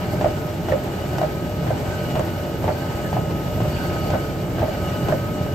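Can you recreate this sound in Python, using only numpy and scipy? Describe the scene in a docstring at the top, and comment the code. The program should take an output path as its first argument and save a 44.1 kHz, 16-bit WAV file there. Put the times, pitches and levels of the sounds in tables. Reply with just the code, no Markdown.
"""A treadmill in a gym, heard close up from a phone held above the belt.
From the start the rollers rumble, the belt hisses and sings over the ringing deck and the motor whines.
From 0.2 s someone strides on it, about two steps a second: the heel taps and scuffs, the weight thuds
into the deck, then the sole slaps down with a hollow pop and the room answers briefly.
Now and then a shoe squeaks. Feet and machine keep their pace to the end."""
import sys
import numpy as np
from scipy import signal
from scipy.fft import rfft, irfft, next_fast_len
from scipy.io import wavfile
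from scipy.ndimage import map_coordinates

SR = 44100
rng = np.random.default_rng(int(sys.argv[2]) if len(sys.argv) > 2 else 0)


def unload_audio(sound):
    """Save the sound as a 16-bit wav file, at the path given as the first command line argument."""
    columns = np.transpose(np.atleast_2d(sound))
    # keep every value between -1 and 1, then stretch to whole-number steps
    steps = np.round(np.clip(columns, -1, 1) * 32767)
    wavfile.write(sys.argv[1], SR, steps.astype(np.int16))


N = 244332
SIZE = 2 * next_fast_len(N // 2 + 1, True)
TIME, FREQ = np.arange(N) / SR, np.fft.rfftfreq(SIZE, 1 / SR)
BLOW_TIME = TIME[:SR // 4]

# heel landings, each level on its own scale: t/s, tap/dB, tick/dB, scuff/dB, thud/dB, thud f/Hz, crack/dB
HEELS = [(0.211, -13.5, -54, -35, -18, 120, -31), (0.686, -19, -53, -34, -12, 99, -33),
         (1.183, -14.5, -46.5, -40, -15, 137, -29), (1.67, -28, -58, -35, -7, 131, -44),
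         (2.155, -21, -51, -32.5, -10, 141, -37), (2.642, -14, -54, -35, -6, 94, -38),
         (3.129, -15, -53, -38, -7, 125.6, -33), (3.604, -22, -57, -35, -12, 112, -44),
         (4.103, -15, -50, -39, -7.5, 96, -34), (4.594, -25, -56, -34, -11, 74, -32),
         (5.085, -15, -48, -31, -6, 144, -36)]
# phase of left against right channel, opposed near 10 kHz: f/Hz, lead/rad
CHANNEL_LEAD = [(100, 0), (1100, .6), (1600, -1), (2800, .4), (5000, .8), (6000, -1.4), (7000, 0),
                (8700, -1.4), (9150, -3.1), (11000, -3.2), (11600, -4.9), (12400, -6.2), (14900, -6.3),
                (15700, -9)]
RIGHT_LAG = np.exp(-1j * np.interp(FREQ, *np.transpose(CHANNEL_LEAD)))


def steps(deck_db=-18, board_db=-7, room_db=-10):
    """The foot rolls down from heel to toes and rings the deck and the room; the weight thuds below."""
    blows, cracks = np.zeros(N), np.zeros((2, N))
    heel_taps(blows, cracks)
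    sole_slaps(blows, cracks)
    soft_knocks(blows, cracks)
    board = resonance(hz=590, width=70)  # short ring of the running board, damped by the foot
    rung = filtered(blows, 1 + gain_of(deck_db) * deck() + gain_of(board_db) * board)
    direct = np.array([rung, filtered(rung, RIGHT_LAG)]) + cracks
    return direct * gain_of([[-.2], [.2]]) + gain_of(room_db) * gym(rung) + weight_thuds()


def heel_taps(blows, cracks, heel_hz=695, spread=0.036):
    """Adds each heel's tap, tick of tread and crack; no two heels land at the same pitch."""
    for s, tap_db, tick_db, *_, crack_db in HEELS:
        tap = knock(heel_hz * (1 + spread * rng.uniform(-0.82, 1)), rise=0.00086)
        tick = snap(1500, 6100, decay=0.0042)
        add(blows, s, gain_of(tap_db) * tap + gain_of(tick_db + 13.5) * tick)
        add_crack(cracks, s, crack_db, 900, 2150)


def sole_slaps(blows, cracks):
    """Adds each sole's slap: squeezed air pops and flutters, and the tread ticks."""
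    # sole landings: t/s, pop/dB, air f/Hz, rise/s, flutter/dB, crack/dB, tick/dB
    slaps = [(0.244, -8.5, 670, 0.0019, -24.5, -24.5, -43), (0.7215, -9, 555, 0.0027, -28, -26, -36),
             (1.215, -9.5, 670, 0.0017, -26, -28.5, -32), (1.705, -14.5, 630, 0.0019, -24.5, -30, -43),
             (2.194, -14.5, 600, 0.0016, -27, -28, -26), (2.678, -15.5, 595, 0.0024, -19.5, -26, -46),
             (3.167, -11, 730, 0.0014, -27, -32, -48), (3.65, -24.5, 600, 0.003, -36, -41, -49),
             (4.134, -18.5, 564, 0.0025, -21, -36, -55), (4.628, -13.5, 620, 0.0022, -26.5, -33, -45),
             (5.123, -13, 635, 0.0028, -28.5, -25, -37)]
    for s, pop_db, hz, rise, flutter_db, crack_db, tick_db in slaps:
        pop = gain_of(pop_db) * knock(hz, rise, bend=0.03)
        flutter = gain_of(flutter_db) * snap(540, 890, decay=0.017)
        tick = gain_of(tick_db) * snap(2500, 8000, decay=0.0013)
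        add(blows, s, pop + flutter + tick)
        add_crack(cracks, s, crack_db, 810, 1780)


def soft_knocks(blows, cracks):
    """Adds softer knocks as forefoot and toes roll down or the belt flaps on the deck."""
    # knocks around the steps: t/s, level/dB, f/Hz, rise/s, crack/dB
    flaps = [(0.133, -23, 616, 0.0019, -41), (0.218, -23, 680, .0015, -32),
             (0.257, -15, 598, 0.0026, -26.5), (0.265, -19, 567, 0.0011, -35),
             (0.272, -28, 676, 0.0028, -36), (0.694, -19, 637, .003, -32), (0.7295, -23, 554, .0013, -23),
             (0.7385, -18, 558, .004, -30), (0.754, -25, 593, .003, -35), (1.129, -26, 650, .002, -41),
             (1.16, -26, 676, 0.00085, -46), (1.229, -15.5, 604, 0.0019, -26),
             (1.2355, -14.5, 640, 0.0011, -31), (1.245, -21, 570, 0.0027, -31),
             (1.715, -21, 644, .003, -34), (2.163, -18.5, 627, 0.0046, -34), (2.204, -25, 616, 0.0033, -31),
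             (2.243, -29, 650, 0.0011, -39), (2.688, -21, 560, .0025, -30), (2.702, -19.5, 603, .003, -29),
             (3.578, -22.5, 616, 0.0026, -46), (3.642, -27, 647, .0014, -34),
             (4.059, -18.5, 610, .0018, -35), (4.143, -16.5, 565, 0.003, -33),
             (4.153, -18.5, 600, .0022, -35), (4.583, -24, 647, .0014, -29), (4.618, -19, 720, 0.0022, -34),
             (4.642, -22, 570, 0.0025, -39), (4.682, -19, 620, 0.0032, -37),
             (5.143, -21.5, 563, 0.0019, -40)]
    for s, db, hz, rise, crack_db in flaps:
        add(blows, s, gain_of(db) * knock(hz, rise, bend=0.05))
        add_crack(cracks, s, crack_db, 820, 1630)


def add_crack(cracks, s, db, low_hz, high_hz):
    """Adds a snap of rubber scattered by the frame, so each microphone hears its own."""
    for side in cracks:
        add(side, s, gain_of(db) * snap(low_hz, high_hz, decay=0.008))


def weight_thuds(delay_s=0.01045):
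    """The body's weight sinks into the deck just after each heel."""
    thuds = np.zeros(N)
    for s, *_, db, hz, _ in HEELS:
        add(thuds, s + delay_s, gain_of(db - 13) * knock(hz, rise=0.016))
    return thuds


def deck():
    """Frequency response of the ringing deck and frame."""
    # their modes: f/Hz, width/Hz, level/dB
    modes = [(56, 2, -4), (95.7, 13.4, 3), (123, 10.6, 3), (145.2, 3.9, 2.5), (174.3, 7.3, 0.5),
             (231, 10, -11), (301.6, 4.2, -4.5), (322, 9.6, -2), (367, 12, -9.5), (417.5, 13, -6.5),
             (575, 4.9, -15), (608, 7.3, -0.5)]
    return sum(gain_of(db) * resonance(hz, width) for hz, width, db in modes)


def scuffs(rise_s=0.0019, decay_s=0.032):
    """The shoe grazes the belt as it is pulled up to belt speed."""
    # friction spectrum: f/Hz, relative level/dB
    spectrum = [(200, 3.5), (550, 4.5), (800, 1), (1100, -4), (2000, -14), (3500, -19), (9000, -62),
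                (16000, -30)]
    contact = sum(gain_of(db + 10) * np.exp(-np.maximum((s - TIME) / rise_s, (TIME - s) / decay_s))
                  for s, _, _, db, *_ in HEELS)
    return contact * stereo_noise(gain_of(read(spectrum, FREQ)))


def squeaks():
    """Shoe rubs on belt: narrow bands of friction noise swell and fade."""
    # squeaks and swishes: t/s, length/s, f/Hz, width/Hz, level/dB
    rubs = [(0.394, 0.089, 1470, 50, -40), (0.722, 0.008, 1870, 695, -28), (1.942, 0.14, 1516, 110, -39.5),
            (2.36, 0.17, 1474, 80, -42), (2.733, 0.065, 4500, 300, -46), (3.06, 0.04, 1700, 220, -38.5),
            (3.747, .11, 4540, 550, -46), (3.77, 0.035, 2740, 750, -38.5), (3.825, 0.15, 1510, 110, -37),
            (3.844, 0.076, 4480, 500, -45), (4.055, 0.15, 4640, 500, -48.5), (4.15, 0.043, 1490, 70, -34),
            (5.12, 0.043, 1550, 70, -39)]
    return sum(gain_of(db) * bump(TIME - s, length) * noise_band(hz, width)
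               for s, length, hz, width, db in rubs)


def belt(stride_s=0.976, first_ease_s=0.53):
    """The belt slides over the deck, easing off once a stride and hissing louder under each heel."""
    # slow course of the friction: t/s, hiss/dB, singing/dB
    levels = [(0, -43.5, -41), (0.9, -43.5, -45.5), (1.45, -44, -39), (1.9, -42.5, -45), (2.45, -43, -38),
              (3.2, -43.5, -46), (3.85, -41.5, -42.5), (4.4, -43.5, -37), (4.85, -42.5, -43.5),
              (5.4, -42.5, -37.5), (5.54, -44, -42)]
    hiss_db, sing_db = curves(levels)
    from_ease = (TIME - first_ease_s + stride_s / 2) % stride_s - stride_s / 2
    eased = bump(from_ease, length=0.52)
    pressed = each_step(delay=0.021, length=0.06)
    hiss = gain_of(hiss_db + 1.5 * pressed + 6.5) * belt_hiss(eased)
    return hiss + gain_of(sing_db - 10 * eased + 1.5) * belt_singing()


def belt_hiss(eased, grain_db=0.55, patchy_db=1.5):
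    """A grainy hiss in four bands that flicker on their own; three dip as the belt eases."""
    # colour of the hiss as heard, with a gap near 10 kHz: f/Hz, relative level/dB
    colour = [(300, -3), (800, 20.5), (1080, 8), (1900, 6.5), (2250, 5), (2600, 4.5), (2950, 4),
              (3500, 0.5), (5200, -1.8), (6800, -4), (8500, -5), (10400, -14), (11700, -1), (15500, -10.5)]
    hiss = stereo_noise(gain_of(read(colour, FREQ)))
    dull = lowpass(hiss, 3300, power=4)
    bright, air = (hiss - lowpass(hiss, hz, power=12) for hz in (6200, 10000))
    bands = dull, hiss - dull - bright, bright - air, gain_of(-0.5) * air
    dips_db = -3, 0, -3.5, -1
    ease = eased - eased.mean()
    return sum(band * gain_of(dip_db * ease + grain_db * drift(150) + patchy_db * drift(22))
               for band, dip_db in zip(bands, dips_db))


def belt_singing(flicker_db=2.5):
    """The sliding belt sings in rough bands that waver in pitch and level."""
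    # singing bands: f/Hz, width/Hz, relative level/dB
    bands = [(1504, 63, -2.5), (2276, 170, -10), (3020, 27, -13.5), (4520, 670, -12)]
    return sum(gain_of(db + flicker_db * drift(22)) * wavering(noise_band(hz, width), share=0.016, hz=9)
               for hz, width, db in bands)


def rollers(landing_db=2.5, stance_db=-2):
    """Rollers shake the frame; the deep part swells at each landing and is damped while the foot stands."""
    # rumble spectrum: f/Hz, relative level/dB
    spectrum = [(15, -46), (30, -17.5), (56, -7.5), (90, -1.5), (160, 0.5), (220, -7.5), (310, -6.5),
                (420, -9), (490, -13), (800, -17), (1050, -37.5), (1600, -30.5), (4000, -81)]
    # slow course of the deep rumble: t/s, gain/dB
    depth = [(0, -0.5), (0.6, -3), (1.3, -1.5), (1.9, 0.5), (2.6, -2.7), (3.3, 1.5), (3.9, 1.9),
             (4.4, -0.7), (5.54, 0.8)]
    load_db = landing_db * each_step(0.035, 0.26) + stance_db * each_step(0.12, 0.1) + curves(depth)[0]
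    rumble = gain_of(-26.5) * stereo_noise(gain_of(read(spectrum, FREQ)))
    shake = rumble + gain_of(-30) * stereo_noise(abs(deck()))
    deep = lowpass(shake, 230, power=4)
    return deep * gain_of(load_db + np.array([[-.7], [.7]])) + (shake - deep) * gain_of([[.2], [-.2]])


def motor(drone_hz=(561.5, 603.3), electronics_hz=14227):
    """The motor hums, drones on two tones and whines; its drive electronics add a thin high line."""
    # hum of the drive: f/Hz, relative level/dB, wander/Hz
    hum_tones = [(58.2, -43, 0.5), (96, -40, 2), (107.3, -42, 0.6), (132, -41, 2), (174, -38, 2),
                 (267.7, -46, 0.5), (334.5, -37.5, 2), (366, -43, 2)]
    # levels of the droning tones: t/s, lower/dB, upper/dB
    drone_levels = [(0, -45, -32.5), (1.0, -38, -40), (2.0, -38.5, -33.5), (3.0, -35.5, -37.5),
                    (3.6, -37.5, -33.5), (4.4, -39, -37), (4.9, -35.5, -38), (5.54, -35.5, -33)]
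    hum = sum(tone(hz, wander, db - 1.8) for hz, db, wander in hum_tones)
    drone = sum(tone(hz, 0.77, db) for hz, db in zip(drone_hz, curves(drone_levels)))
    return hum + drone + motor_whine() + tone(electronics_hz, wander_hz=8, level_db=-62)


def motor_whine(lower_hz=1264.5, upper_hz=2890.5, flicker_db=2.2):
    """The drive whines on two tones, the upper one flickering and rough."""
    # course of each tone: t/s, relative level/dB
    lower_levels = [(0.0, -38), (0.03, -46), (0.48, -42), (0.54, -50.5), (1.45, -41.5), (1.5, -45.5),
                    (1.7, -47.5), (1.8, -53), (1.87, -44), (2.16, -45.5), (2.31, -49), (2.36, -43),
                    (2.7, -51), (2.87, -42.5), (3.67, -43), (3.7, -47), (3.89, -39), (4.3, -41),
                    (4.33, -46.5), (4.77, -44), (4.83, -39), (5.09, -41), (5.12, -56), (5.15, -42),
                    (5.26, -38), (5.54, -45.5)]
    upper_levels = [(0.0, -60), (0.01, -51.5), (0.6, -58), (0.68, -51), (0.89, -57), (0.92, -45.5),
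                    (1.02, -54), (1.23, -49), (1.27, -61), (1.56, -51), (1.8, -58), (2.17, -45),
                    (2.22, -59), (2.44, -47), (2.61, -54.5), (4.01, -49.5), (4.4, -59), (4.44, -44),
                    (4.49, -58), (4.63, -56), (4.69, -59), (4.86, -47), (5.26, -55.5), (5.54, -48)]
    lower_db, upper_db = curves(lower_levels)[0], curves(upper_levels)[0]
    lower = tone(lower_hz, 1.0, lower_db + 4, lead=np.pi / 3)
    upper = tone(upper_hz, 0.82, upper_db + 3.5 + flicker_db * drift(18), lead=np.pi / 8)
    rasp = gain_of(upper_db - 9) * noise_band(upper_hz, width=90)
    return lower + upper + rasp


def gym(x, reflections_per_s=3000):
    """The room returns sparse reflections of random sign, each band dying at its own speed."""
    # reverberation: f/Hz, t60/s
    decay_times = [(150, 0.12), (700, 0.14), (3000, 0.11), (12000, 0.01)]
    taps = rng.choice([-1., 1.], (2, SR // 2)) * (rng.random((2, SR // 2)) < reflections_per_s / SR)
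    taps[:, :SR // 250] = 0  # no reflection in the first 4 ms
    hz, t, spectra = signal.stft(taps, SR, nperseg=256)
    fade = gain_of(-60 * t / read(decay_times, hz)[:, None])
    tail = signal.istft(spectra * fade, SR, nperseg=256)[1]
    return signal.fftconvolve(x[None], tail / np.linalg.norm(tail[0]), axes=1)[:, :N]


def knock(hz, rise, bend=0):
    """A soft-edged ring, loudest after rise seconds; its pitch starts higher by the share bend."""
    age = BLOW_TIME / rise
    pitch = hz * (1 + bend * np.exp(-age))
    return age * np.exp(1 - age) * np.sin(2 * np.pi * np.cumsum(pitch) / SR)


def snap(low_hz, high_hz, decay):
    """A burst of noise from rubber meeting belt."""
    band = signal.butter(2, [low_hz, high_hz], "band", fs=SR)
    burst = signal.lfilter(*band, rng.standard_normal(len(BLOW_TIME)))
    return unit_rms(burst) * np.exp(-BLOW_TIME / decay)


def tone(hz, wander_hz, level_db, lead=0):
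    """A wavering sine that flutters slightly; the left channel leads by lead radians."""
    phase = 2 * np.pi * np.cumsum(hz + wander_hz * drift(5.4)) / SR
    return gain_of(level_db + drift(9)) * np.sin([phase, phase - lead])


def stereo_noise(colour):
    """Coloured noise of rms 1; left and right channels are partly alike, and opposed near 10 kHz."""
    # likeness of the channels: f/Hz, coherence/0-1
    coherence = [(60, .99), (140, .93), (220, .9), (340, .92), (520, .8), (900, .38), (1600, .2),
                 (2800, .35), (4200, .15), (6000, .3), (8600, .65), (9200, .995), (11400, .995),
                 (12400, .94), (14800, .95), (15600, .6)]
    alike = np.interp(FREQ, *np.transpose(coherence))
    shared, own = rfft(rng.standard_normal((2, SIZE)))
    right = (alike * shared + np.sqrt(1 - alike ** 2) * own) * RIGHT_LAG
    return unit_rms(irfft(np.array([shared, right]) * colour, SIZE)[:, :N])


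def noise_band(hz, width):
    """A narrow band of stereo noise."""
    return stereo_noise(resonance(hz, width) ** 2)


def resonance(hz, width):
    """Response of one mode, gain 1 at its centre."""
    return 1j * FREQ * width / (hz ** 2 - FREQ ** 2 + 1j * FREQ * width)


def wavering(x, share, hz):
    """Lets the pitch of a sound wander by a small share, about hz times a second."""
    place = TIME + share * np.cumsum(drift(hz)) / SR
    return np.array([map_coordinates(side, [place * SR], order=3, mode="mirror") for side in x])


def drift(hz):
    """A random curve of rms 1, with up to about hz changes a second."""
    return unit_rms(filtered(rng.standard_normal(SIZE), np.exp(-np.minimum(FREQ / hz, 10) ** 2)))


def each_step(delay, length):
    """A bump delay seconds after every heel."""
    return sum(bump(TIME - s - delay, length) for s, *_ in HEELS)


def bump(offset, length):
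    """A smooth 0-1 swell about length seconds wide, peaking at zero offset."""
    return np.exp(-(2 * offset / length) ** 2)


def lowpass(x, hz, power):
    """Keeps what lies below hz; a higher power cuts more steeply."""
    return filtered(x, 1 / (1 + (FREQ / hz) ** power))


def filtered(x, response):
    """Passes a sound through a frequency response."""
    return irfft(rfft(x, SIZE) * response, SIZE)[..., :N]


def add(mix, s, sound):
    """Lays a sound into the mix at time s."""
    part = mix[round(s * SR):][:len(sound)]
    part += sound[:len(part)]


def curves(rows):
    """Every column of a time table, sample by sample."""
    s, *columns = np.transpose(rows)
    return [np.interp(TIME, s, column) for column in columns]


def read(points, hz):
    """Reads a table on a log-frequency axis."""
    f, value = np.transpose(points)
    return np.interp(np.log(hz + 1), np.log(f + 1), value)


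def gain_of(db):
    """Decibels to amplitude."""
    return 10 ** (np.asarray(db) / 20)


def unit_rms(x):
    """Scales to rms 1."""
    return x / np.sqrt(np.mean(x ** 2) + 1e-20)


def scene():
    """The machine and the feet on it, from just above the belt."""
    return rollers() + belt() + motor() + scuffs() + squeaks() + steps()


def record(dry):
    """The phone cuts the treble above 15.75 kHz."""
    band_limit = signal.firwin(511, 15750, window=("kaiser", 9), fs=SR)
    return signal.oaconvolve(dry, band_limit[None], "same")


dry = scene()
out = record(dry)
unload_audio(out)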